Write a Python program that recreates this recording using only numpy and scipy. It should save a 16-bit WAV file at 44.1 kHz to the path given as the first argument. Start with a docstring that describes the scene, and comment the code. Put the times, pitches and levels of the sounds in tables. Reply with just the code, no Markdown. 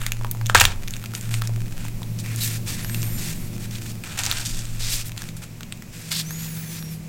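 """Pulling a pomegranate open

Close up, gloved hands pull a scored pomegranate apart on a wooden board. The rind gives way in one
loud burst of snaps, pith and wet seeds crackle, and loose seeds tap the board. The rubber gloves
stick and slip on the skin, rubbing, rasping and squeaking. Behind it a small room hums and rumbles."""
import sys
import numpy as np
from scipy import signal
from scipy.fft import rfft, irfft
from scipy.io import wavfile

SR = 44100
rng = np.random.default_rng(int(sys.argv[2]) if len(sys.argv) > 2 else 0)


def output_pcm(signal):
    """Save a mono or channel-first signal as 16-bit PCM at the path in sys.argv[1].

    Samples are clipped to [-1, 1] before scaling.
    """
    pcm = np.clip(np.atleast_2d(signal).T, -1, 1) * 32767
    wavfile.write(sys.argv[1], SR, np.round(pcm).astype(np.int16))


N = 312228
TIME = np.arange(N) / SR

# tone colour of wet pith: (frequency [Hz], level [dB])
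PITH_SPECTRUM = [(300, -24), (700, -6.5), (1150, -7.5), (1500, 1), (2000, -4.5), (2500, -0.5), (3800, -9),
                 (5000, -7.5), (7300, -7.5), (9300, -10), (10700, -13.5), (13500, -11), (16000, -28)]
# loose seeds landing on the board: (time [s], level [dB], ring pitch [Hz])
SEED_DROPS = [(0.212, -22, 990), (0.247, -10, 1100), (0.349, -21.5, 915), (0.413, -18.5, 1560),
              (1.494, -21, 680), (1.577, -33, 714)]


def from_db(db):
    """Decibels to gain."""
    return 10 ** (np.asarray(db) / 20)


def rms_one(x):
    """Scale to unit rms."""
    return x / np.sqrt(np.mean(x ** 2) + 1e-20)


def in_time(rows):
    """Each column of an automation curve at every sample."""
    s, *columns = np.transpose(rows)
    return [np.interp(TIME, s, c) for c in columns]


def at_hz(points, hz):
    """Read a table on a log-frequency axis."""
    f, value = np.transpose(points)
    return np.interp(np.log(np.maximum(hz, 1)), np.log(f), value)


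def cut(x, hz, kind, order=2):
    """Butterworth filter."""
    sos = signal.butter(order, np.clip(hz, 5, .48 * SR), kind, fs=SR, output="sos")
    return signal.sosfilt(sos, x + 1e-18)


def coloured(x, spectrum):
    """Shape a signal with an EQ curve; rms 1."""
    gains = from_db(at_hz(spectrum, np.arange(N // 2 + 1) * SR / N))
    return rms_one(irfft(rfft(x) * gains, N))


def drift(per_s):
    """Random modulation gliding to per_s new values a second; rms 1."""
    knots = rng.standard_normal(int(N / SR * 2000))
    return rms_one(np.interp(TIME * per_s, np.arange(len(knots)), knots))


def ring(x, hz, t60):
    """A resonator: a unit click starts a sine of height 1 that falls 60 dB in t60 seconds."""
    r = from_db(-60 / (max(t60, 1e-4) * SR))
    w = 2 * np.pi * min(hz, .45 * SR) / SR
    return signal.lfilter([0, np.sin(w)], [1, -2 * r * np.cos(w), r * r], x + 1e-18)


def grains(per_s, spread_db, cycles):
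    """Tiny ruptures of uneven size, each ringing a few cycles at one of 16 pitches; rms 1."""
    sizes = from_db(spread_db * np.minimum(rng.exponential(1, N), 4)) * rng.choice([-1, 1], N)
    clicks = sizes * (rng.random(N) < per_s / SR)
    pitches = np.geomspace(700, 15000, 16)
    dealt = rng.integers(0, len(pitches), N)
    return rms_one(sum(ring(clicks * (dealt == k), hz, cycles / hz) * hz for k, hz in enumerate(pitches)))


def gate(start, length, attack_s, release_s):
    """Envelope that is fully open at start, holds, then dies away."""
    attack = np.clip((TIME - start) / attack_s + 1, 0, 1)
    return attack * np.exp(-np.clip((TIME - start - length) / release_s, 0, 30))


def stroked(texture, strokes, shape, body_hz, sheen_hz):
    """Play the body, middle and sheen of a texture along each stroke of the hands."""
    bands = (cut(texture, body_hz, "low", order=4),
             cut(texture, [body_hz, sheen_hz], "band", order=4),
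             cut(texture, sheen_hz, "high", order=4))
    rows = np.array(strokes)
    envelopes = np.array([shape(*timing) for timing in rows[:, :-len(bands)]])
    powers = from_db(rows[:, -len(bands):]).T ** 2 @ envelopes ** 2
    return sum(rms_one(band) * np.sqrt(power) for band, power in zip(bands, powers))


def hum(curve, hz, gain_db, waver_hz, flutter_db, third=0):
    """A tone that wavers in pitch and level, with an optional third harmonic."""
    phase = 2 * np.pi * np.cumsum(hz + waver_hz * drift(15)) / SR
    level = from_db(in_time(curve)[0] + gain_db + flutter_db * drift(9))
    return np.sqrt(2) * level * (np.sin(phase) + third * np.sin(3 * phase))


def room_tone():
    """Two wavering hums over a dull, resonant rumble and a faint hiss."""
    # tone colours: (frequency [Hz], level [dB])
    air_spectrum = [(300, 16), (600, 12.5), (1100, 9.5), (1500, 6), (2500, 13.5), (3200, 3), (8000, 7),
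                    (10500, -42), (14000, -30), (16000, -6)]
    rumble_spectrum = [(30, -2.5), (58, 3), (74, -16), (93, 7.5), (135, -0.5), (185, 2), (240, -5.5),
                       (340, -17.5), (440, -16), (600, -17.5), (1000, -27)]
    # fader moves: (time [s], level [dB])
    low_hum_fader = [(0.0, -33.5), (0.37, -26.5), (0.67, -29.5), (0.69, -40), (1.1, -37), (1.3, -27.5),
                     (1.58, -25.5), (1.77, -41.5), (1.81, -33.5), (2.33, -24.5), (2.8, -32.5),
                     (3.06, -24.5), (3.19, -34.5), (4.0, -31), (4.08, -50), (4.14, -38.5), (4.77, -32.5),
                     (5.68, -43), (6.98, -47.5), (7.08, -65)]
    upper_hum_fader = [(0.0, -66), (0.69, -49.5), (3.63, -38), (3.69, -46.5), (5.21, -46.5), (5.24, -38.5),
                       (5.86, -49.5), (6.17, -32), (7.08, -36.5)]
    rumble_fader = [(0.0, -43.5), (1.3, -43), (3.2, -37), (3.6, -40), (5.6, -46), (7.08, -44.5)]
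    # resonances standing out of the rumble: (frequency [Hz], level [dB], t60 [s])
    room_modes = [(88, -21, 0.23), (179, -8.5, 0.33), (195.8, -7, 1), (225.2, -8, 0.49), (288.2, -14, 0.12),
                  (340.7, -15.5, 0.41)]
    hiss = from_db(-50) * coloured(rng.standard_normal(N), air_spectrum)
    low_hum = hum(low_hum_fader, hz=113.5, gain_db=-0.6, waver_hz=0.81, flutter_db=1.77)
    upper_hum = hum(upper_hum_fader, hz=160.5, gain_db=-0.4, waver_hz=1.73, flutter_db=1.6,
                    third=from_db(-27))
    white = rng.standard_normal((2, N))
    boom = sum(from_db(db) * rms_one(ring(white[0], hz, t60)) for hz, db, t60 in room_modes)
    rumble = from_db(3.0) * coloured(white[1], rumble_spectrum) + from_db(1.5) * boom
    return hiss + low_hum + upper_hum + from_db(in_time(rumble_fader)[0]) * rumble


def table_sway():
    """The table shakes slowly under the hands: a sub-bass wobble."""
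    # weight of the wobble: (frequency [Hz], level [dB])
    sway_spectrum = [(8, -12), (14, 0), (22, -6), (32, -14), (45, -24), (80, -50), (200, -100)]
    # how hard the table shakes: (time [s], level [dB])
    shake = [(0.0, -23.5), (0.45, -34.5), (0.67, -22), (1.05, -39), (1.54, -29.5), (2.0, -29), (2.15, -41),
             (3.3, -30.5), (4.14, -44), (4.6, -25), (4.95, -27), (5.3, -41), (7.08, -56)]
    return coloured(rng.standard_normal(N), sway_spectrum) * from_db(in_time(shake)[0])


def tear_shape(start, length, sag_db=2.5):
    """A tear is strongest as it gives way, then slackens."""
    tension = np.interp(TIME, [start, start + length], [1, from_db(-sag_db)])
    return gate(start, length, attack_s=0.002, release_s=0.015) * tension


def pith():
    """Cell walls burst in clumps over a fine wet fizz; now and then a thicker one ticks."""
    # pulls that tear pith and squash seeds:
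    # (start [s], length [s], wet body [dB], crackle [dB], sheen [dB])
    tears = [(0.005, 0.078, -36.5, -45, -41), (0.494, 0.0083, -34, -31, -40),
             (0.5495, 0.012, -11, -12.5, -22), (0.565, .04, -25, -30, -34), (0.612, 0.035, -27, -28, -30),
             (0.673, 0.048, -33, -35.5, -56), (0.876, 0.19, -49, -58, -49), (1.14, 0.055, -41, -41, -38),
             (1.215, 0.075, -44, -44, -44), (1.308, 0.075, -39.5, -38, -39), (1.438, 0.02, -40, -41, -44),
             (1.792, 0.078, -42.5, -43.5, -47), (4.037, 0.39, -38.5, -40.5, -47),
             (4.175, 0.042, -30, -30.5, -36), (4.241, 0.12, -31.5, -29.5, -38),
             (4.37, 0.06, -33.5, -30, -36.5), (4.452, 0.024, -39, -26, -35), (4.493, 0.12, -43.5, -33, -40),
             (4.62, 0.36, -47, -43.5, -47), (5.173, 0.05, -41, -39, -43.5), (5.244, 0.06, -49, -46, -49),
             (5.367, 0.0071, -50, -42, -41), (5.422, 0.013, -37.5, -38.5, -40.5)]
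    crackle = grains(per_s=2800, spread_db=1.0, cycles=8.2)
    fizz = from_db(-2.5) * rng.standard_normal(N)
    clumps = coloured(crackle + fizz, PITH_SPECTRUM) * from_db(1.9 * drift(130))
    ticks = coloured(rng.standard_normal(N) * (rng.random(N) < 110 / SR), PITH_SPECTRUM)
    texture = clumps + from_db(-14.5) * ticks
    return from_db(-3.5) * stroked(texture, tears, tear_shape, body_hz=3460, sheen_hz=8440)


def juice(ticks_per_s=32):
    """Sticky seeds and small fibres tick faintly while the fruit is being spread."""
    # the hands spread the fruit: (start [s], end [s])
    spreads = [(0, 1.9), (3.5, 5.35)]
    spreading = sum((TIME > start) & (TIME < end) for start, end in spreads)
    sizes = from_db(2.9 * np.minimum(rng.exponential(1, N), 3)) * rng.choice([-1, 1], N)
    ticks = sizes * (rng.random(N) < ticks_per_s / SR)
    return from_db(-50.5) * spreading * coloured(ticks, PITH_SPECTRUM)


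def fractures(events, edge_s, edge_hz, crumble_db, crumble_s):
    """Each fracture is a sharp edge and a damped ring of the broken piece, trailed by fine crumbling."""
    out, t = np.zeros(N + SR), np.arange(SR // 25) / SR
    for s, db, hz, edge_db, cycles in events:
        tear, crumbs = rng.standard_normal((2, len(t)))
        body = ring(1. * (t == 0), hz, cycles / hz)
        edge = cut(tear * np.exp(-t / edge_s), edge_hz, "high")
        edge = cut(edge, 7600, "low", order=1)
        snap = cut(body + from_db(edge_db) * edge / np.abs(edge).max(), hz * 0.37, "high")
        # hands, peel and board scatter a weak copy of the snap
        scatter = crumbs * np.abs(crumbs) * np.exp(-t / crumble_s) * (t > 1 / 1000)
        crumble = signal.fftconvolve(snap, scatter / np.linalg.norm(scatter))[:len(t)]
        snap = snap + from_db(crumble_db) * crumble
        at = int(s * SR)
        out[at:at + len(t)] += from_db(db) * snap / np.abs(snap).max()
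    return out[:N]


def hollow(x, hz, width_hz, depth):
    """Scoop a dip out of the spectrum; depth 1 is a full notch."""
    notched = signal.lfilter(*signal.iirnotch(hz, hz / width_hz, fs=SR), x + 1e-18)
    return x + depth * (notched - x)


def rind_and_seeds():
    """The big break, lone snaps and dropping seeds, hollowed by their reflection from the board."""
    # the rind breaks through: (time [s], level [dB], ring pitch [Hz], edge [dB], ring length [cycles])
    rind_break = [(0.498, -2.5, 1520, -8, 5.6), (0.5478, 8, 1400, 7, 7.8), (0.5497, 1.5, 1004, -16, 11),
                  (0.5553, 10.5, 1590, -27, 9.8), (0.566, -2, 1820, 17, 8), (0.5757, -8, 2400, -13, 12),
                  (0.5853, -2, 1350, 22, 4.6), (0.599, 4, 1500, 23, 9.6), (0.6018, 9, 7000, -17, 11),
                  (0.6084, 6.5, 3930, 10, 8), (0.6123, 8.5, 1660, 1, 8.8), (0.6158, 9, 2660, 15, 11),
                  (0.6403, -2, 1490, 2, 5.1), (0.6528, 10.5, 2530, -1.5, 7.4)]
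    # single fibres snap: (time [s], level [dB], ring pitch [Hz])
    fibre_snaps = [(0.017, -13, 1490), (0.065, -2, 2200), (0.12, -3, 2700), (0.313, 0, 11700),
                   (0.46, -11.5, 5600), (0.467, -8.5, 6300), (0.834, -21.5, 2320), (0.877, -12, 3480),
                   (0.882, -12, 2560), (0.908, -11.5, 7100), (0.938, -11.5, 3830), (0.966, -15, 2620),
                   (1.04, -17, 1420), (1.059, -13.5, 2500), (1.137, -16.5, 1420), (1.151, -5.5, 4660),
                   (1.211, -12, 7600), (1.341, -7.5, 2240), (1.42, -6.5, 1410), (1.474, -5.5, 5450),
                   (1.851, -19.5, 950), (1.883, -16, 2540), (2.019, -23, 950), (2.031, -14, 3930),
                   (2.189, -18, 5970), (2.261, -15, 1970), (2.361, -6, 10100), (2.847, -12, 1710),
                   (2.897, -15.5, 1770), (2.946, -8, 2600), (3.02, -12, 6650), (3.03, -7.5, 2750),
                   (3.711, -18.5, 5940), (3.755, -16, 3720), (4.038, -11, 2550), (4.178, -11, 2630),
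                   (4.19, -2, 5940), (4.236, -3.5, 6650), (4.254, -4, 6340), (4.264, -0.5, 5570),
                   (4.314, 1.5, 4220), (4.325, -9.5, 1550), (4.384, -14, 4260), (4.46, -7, 4850),
                   (4.654, -14, 7370), (5.014, -14, 2900), (5.119, -16, 2500), (5.178, -12, 4570),
                   (5.22, -14, 1620), (5.289, -16, 2310), (5.419, -25, 1630), (5.608, -18.5, 1480),
                   (5.632, -14, 2760), (5.724, -9.5, 2690), (5.775, -27, 2600), (5.823, -17.5, 1940),
                   (6.308, -13.5, 1680), (6.826, -22, 1490)]
    fibre_cycles, seed_cycles, seed_edge_db = 9.7, 3, -5.5
    burst = fractures(rind_break, edge_s=0.00081, edge_hz=1750, crumble_db=-15.5, crumble_s=0.005)
    # thick fibres tear with a sharp edge, thin ones just ping: 9.5 dB less edge per octave above 2500 Hz
    fibres = [(s, db, hz, 6 - 9.5 * max(np.log2(hz / 2500), 0), fibre_cycles)
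              for s, db, hz in fibre_snaps]
    seeds = [(s, db, hz, seed_edge_db, seed_cycles) for s, db, hz in SEED_DROPS]
    lone = fractures(fibres + seeds, edge_s=0.00036, edge_hz=3400, crumble_db=-9.0, crumble_s=0.0032)
    snaps = from_db(-0.5) * (burst + lone)
    snaps = hollow(snaps, hz=5080, width_hz=1950, depth=0.35)
    return hollow(snaps, hz=10700, width_hz=6300, depth=0.66)


def knocked_wood(hits):
    """The board rings in all its modes after each knock."""
    # resonances of board and table: (frequency [Hz], level [dB], t60 [s])
    wood_modes = [(24.7, -6, 0.68), (89.7, 0.5, 0.5), (104, -39, 0.17), (297, -26, 0.036), (520, -11, 0.1),
                  (818, 3, 0.04), (949, -8.5, 0.2)]
    knocks = np.zeros(N)
    for s, db, *_ in hits:
        knocks[int(s * SR)] = from_db(db)
    return sum(from_db(db) * ring(knocks, hz, t60) for hz, db, t60 in wood_modes)


def board():
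    """The fruit jolts the board; light seeds wake only its upper modes."""
    # jolts as rind and core let go: (time [s], level [dB])
    thumps = [(0.549, -18), (0.612, -17), (4.191, -33.5), (4.27, -33.5)]
    taps = from_db(-19) * cut(knocked_wood(SEED_DROPS), 840, "high", order=4)
    return knocked_wood(thumps) + taps


def rub_shape(start, length, crest, swell_db=3.5):
    """A stroke presses harder up to its crest, then eases."""
    ends = from_db(-swell_db)
    pressure = np.interp(TIME, start + length * np.array([0, crest, 1]), [ends, 1, ends])
    return gate(start, length, attack_s=0.011, release_s=0.0077) * pressure


def glove_rubs():
    """Rubber sticks and slips very fast on the skin of the fruit."""
    # strokes: (start [s], length [s], crest [share of length], body [dB], hiss [dB], sheen [dB])
    rubs = [(2.191, 0.018, .3, -55, -37, -43), (2.242, 0.11, 1, -43.5, -43, -45),
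            (2.374, 0.2, 0.78, -42, -35, -39), (2.412, 0.069, 0.21, -47, -29, -27.5),
            (2.669, 0.085, .25, -40.5, -32, -37), (2.767, 0.067, 0.34, -40, -38.5, -46),
            (2.84, 0.4, 0.31, -46, -43, -49), (3.183, 0.15, 0.72, -41.5, -34, -39),
            (3.332, 0.15, .1, -53, -48, -46), (3.535, 0.023, .5, -56, -43, -56),
            (3.602, 0.056, 0.7, -46.5, -41, -45), (3.714, 0.074, 0.65, -49, -41, -49),
            (3.819, .1, 1, -52, -41, -46), (4.8, 0.223, 0.48, -42.5, -31, -39.5),
            (4.908, 0.056, .4, -51, -27.5, -29.5), (5.057, 0.026, 0.44, -50, -38, -36),
            (5.931, 0.17, 0.98, -49, -42, -48), (6.115, 0.018, 0.12, -33, -26, -33),
            (6.141, 0.073, 1, -41, -29.5, -33.5), (6.223, 0.594, .4, -47.5, -43.5, -46),
            (6.85, 0.1, 0.86, -54.5, -47, -51), (6.393, 0.078, .6, -47, -38.5, -46),
            (6.706, .09, 0.59, -51, -40.5, -58)]
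    # tone colour of sliding rubber: (frequency [Hz], level [dB])
    rubber_spectrum = [(400, -4), (1100, -1), (1550, 5.5), (2400, 5), (3100, -5), (4000, -4.5),
                       (5500, -3.5), (8500, -5), (10600, -6.5), (12700, -3), (16000, -9.5)]
    slips = grains(per_s=8200, spread_db=-2, cycles=4.9) + from_db(-5) * rng.standard_normal(N)
    friction = coloured(slips, rubber_spectrum) * from_db(1.1 * drift(170))
    return from_db(-0.86) * stroked(friction, rubs, rub_shape, body_hz=3100, sheen_hz=8740)


def glove_rasps(slips_per_s=5000, fade_s=0.0024):
    """Uneven slips drive one broad resonance of the stretched glove."""
    # taut rubber skids: (start [s], end [s], centre [Hz], width [Hz], level [dB])
    rasps = [(2.242, 2.356, 2380, 600, -45.5), (2.404, 2.45, 4070, 900, -32),
             (4.814, 4.954, 4450, 2200, -35), (6.111, 6.219, 4100, 2740, -30)]
    out = np.zeros(N)
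    for start, end, hz, width_hz, db in rasps:
        t = np.arange(int((end - start) * SR)) / SR
        slips = rng.standard_normal(len(t)) * (rng.random(len(t)) < slips_per_s / SR)
        edges = hz * (1 + width_hz / hz) ** np.array([-.5, .5])
        grip = np.clip(np.minimum(t, t[-1] - t) / fade_s, 0, 1)
        at = int(start * SR)
        out[at:at + len(t)] += from_db(db) * grip * rms_one(cut(slips, edges, "band"))
    return out


def glove_squeaks(jitter=.007, flutter_db=4.5, fade_s=.02):
    """Wet rubber squeaks: thin, trembling, inharmonic partials rise and fall with the hand's speed."""
    # one curve per glide: (time [s], pitch [Hz], level [dB])
    glides = [
        [(2.77, 5000, -54), (2.84, 6470, -47), (2.91, 7050, -39), (3.0, 7370, -37), (3.13, 7400, -36),
         (3.2, 7030, -38), (3.31, 5130, -58), (3.44, 3630, -57)],
        [(6.24, 5650, -45), (6.34, 6720, -39), (6.45, 7080, -40), (6.55, 6430, -40.5), (6.65, 6200, -40),
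         (6.72, 6030, -42), (6.83, 5620, -46), (6.9, 5600, -47), (6.98, 4540, -47)],
    ]
    # one set of partials per glide: (frequency [multiple of the pitch], level [dB])
    partial_sets = [
        [(1, -13.5), (1.2, -13.5), (1.45, -18), (1.66, -13), (1.73, -16), (1.77, -4), (2.06, -23), (3.15, -1)],
        [(1, -9), (1.66, -10), (1.82, -13.5), (2.03, -13), (2.25, -13), (2.48, -9), (2.75, -10)],
    ]
    out = np.zeros(N)
    for glide, partials in zip(glides, partial_sets):
        start, end = glide[0][0], glide[-1][0]
        on = (TIME > start) & (TIME < end)
        hz, db = (column[on] for column in in_time(glide))
        touch = np.clip(np.minimum(TIME[on] - start, end - TIME[on]) / fade_s, 0, 1)
        for multiple, partial_db in partials:
            pitch = multiple * hz * (1 + jitter * drift(600)[on])
            level = touch * from_db(db + partial_db + flutter_db * drift(25)[on]) * (pitch < SR / 2)
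            out[on] += level * np.sqrt(2) * np.sin(2 * np.pi * np.cumsum(pitch) / SR)
    return out


def room_reverb(x, onset_s=0.00067):
    """The small room's diffuse tail, which dies sooner in the treble than in the bass."""
    # reverb time: (frequency [Hz], t60 [s])
    decay = [(200, 0.86), (1500, 0.19), (5000, 0.16), (16000, 0.21)]
    t, edges = np.arange(SR * 3 // 4) / SR, np.geomspace(125, 16000, 8)
    tail = np.zeros(len(t))
    for low, high in zip(edges, edges[1:]):
        t60 = at_hz(decay, np.sqrt(low * high))
        tail += cut(rng.standard_normal(len(t)), [low, high], "band") * from_db(-60 * t / t60)
    tail *= np.clip(t / onset_s, 0, 1)
    return signal.fftconvolve(x, tail / np.linalg.norm(tail))[:N]


def scene():
    """Mono mix: fruit and gloves up front with a little reverb, wood below, room tone behind."""
    close = rind_and_seeds() + pith() + glove_rubs() + glove_rasps() + glove_squeaks() + juice()
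    return (close + from_db(-15) * room_reverb(close) + board() + table_sway() + room_tone())[None]


def record(dry):
    """The loudest snaps clip, then a steep low-pass cuts the top above 16 kHz."""
    low_pass = signal.ellip(12, .1, 80, 16000, fs=SR, output="sos")
    return signal.sosfilt(low_pass, np.clip(dry, -1, 1))


dry = scene()
out = record(dry)
output_pcm(out)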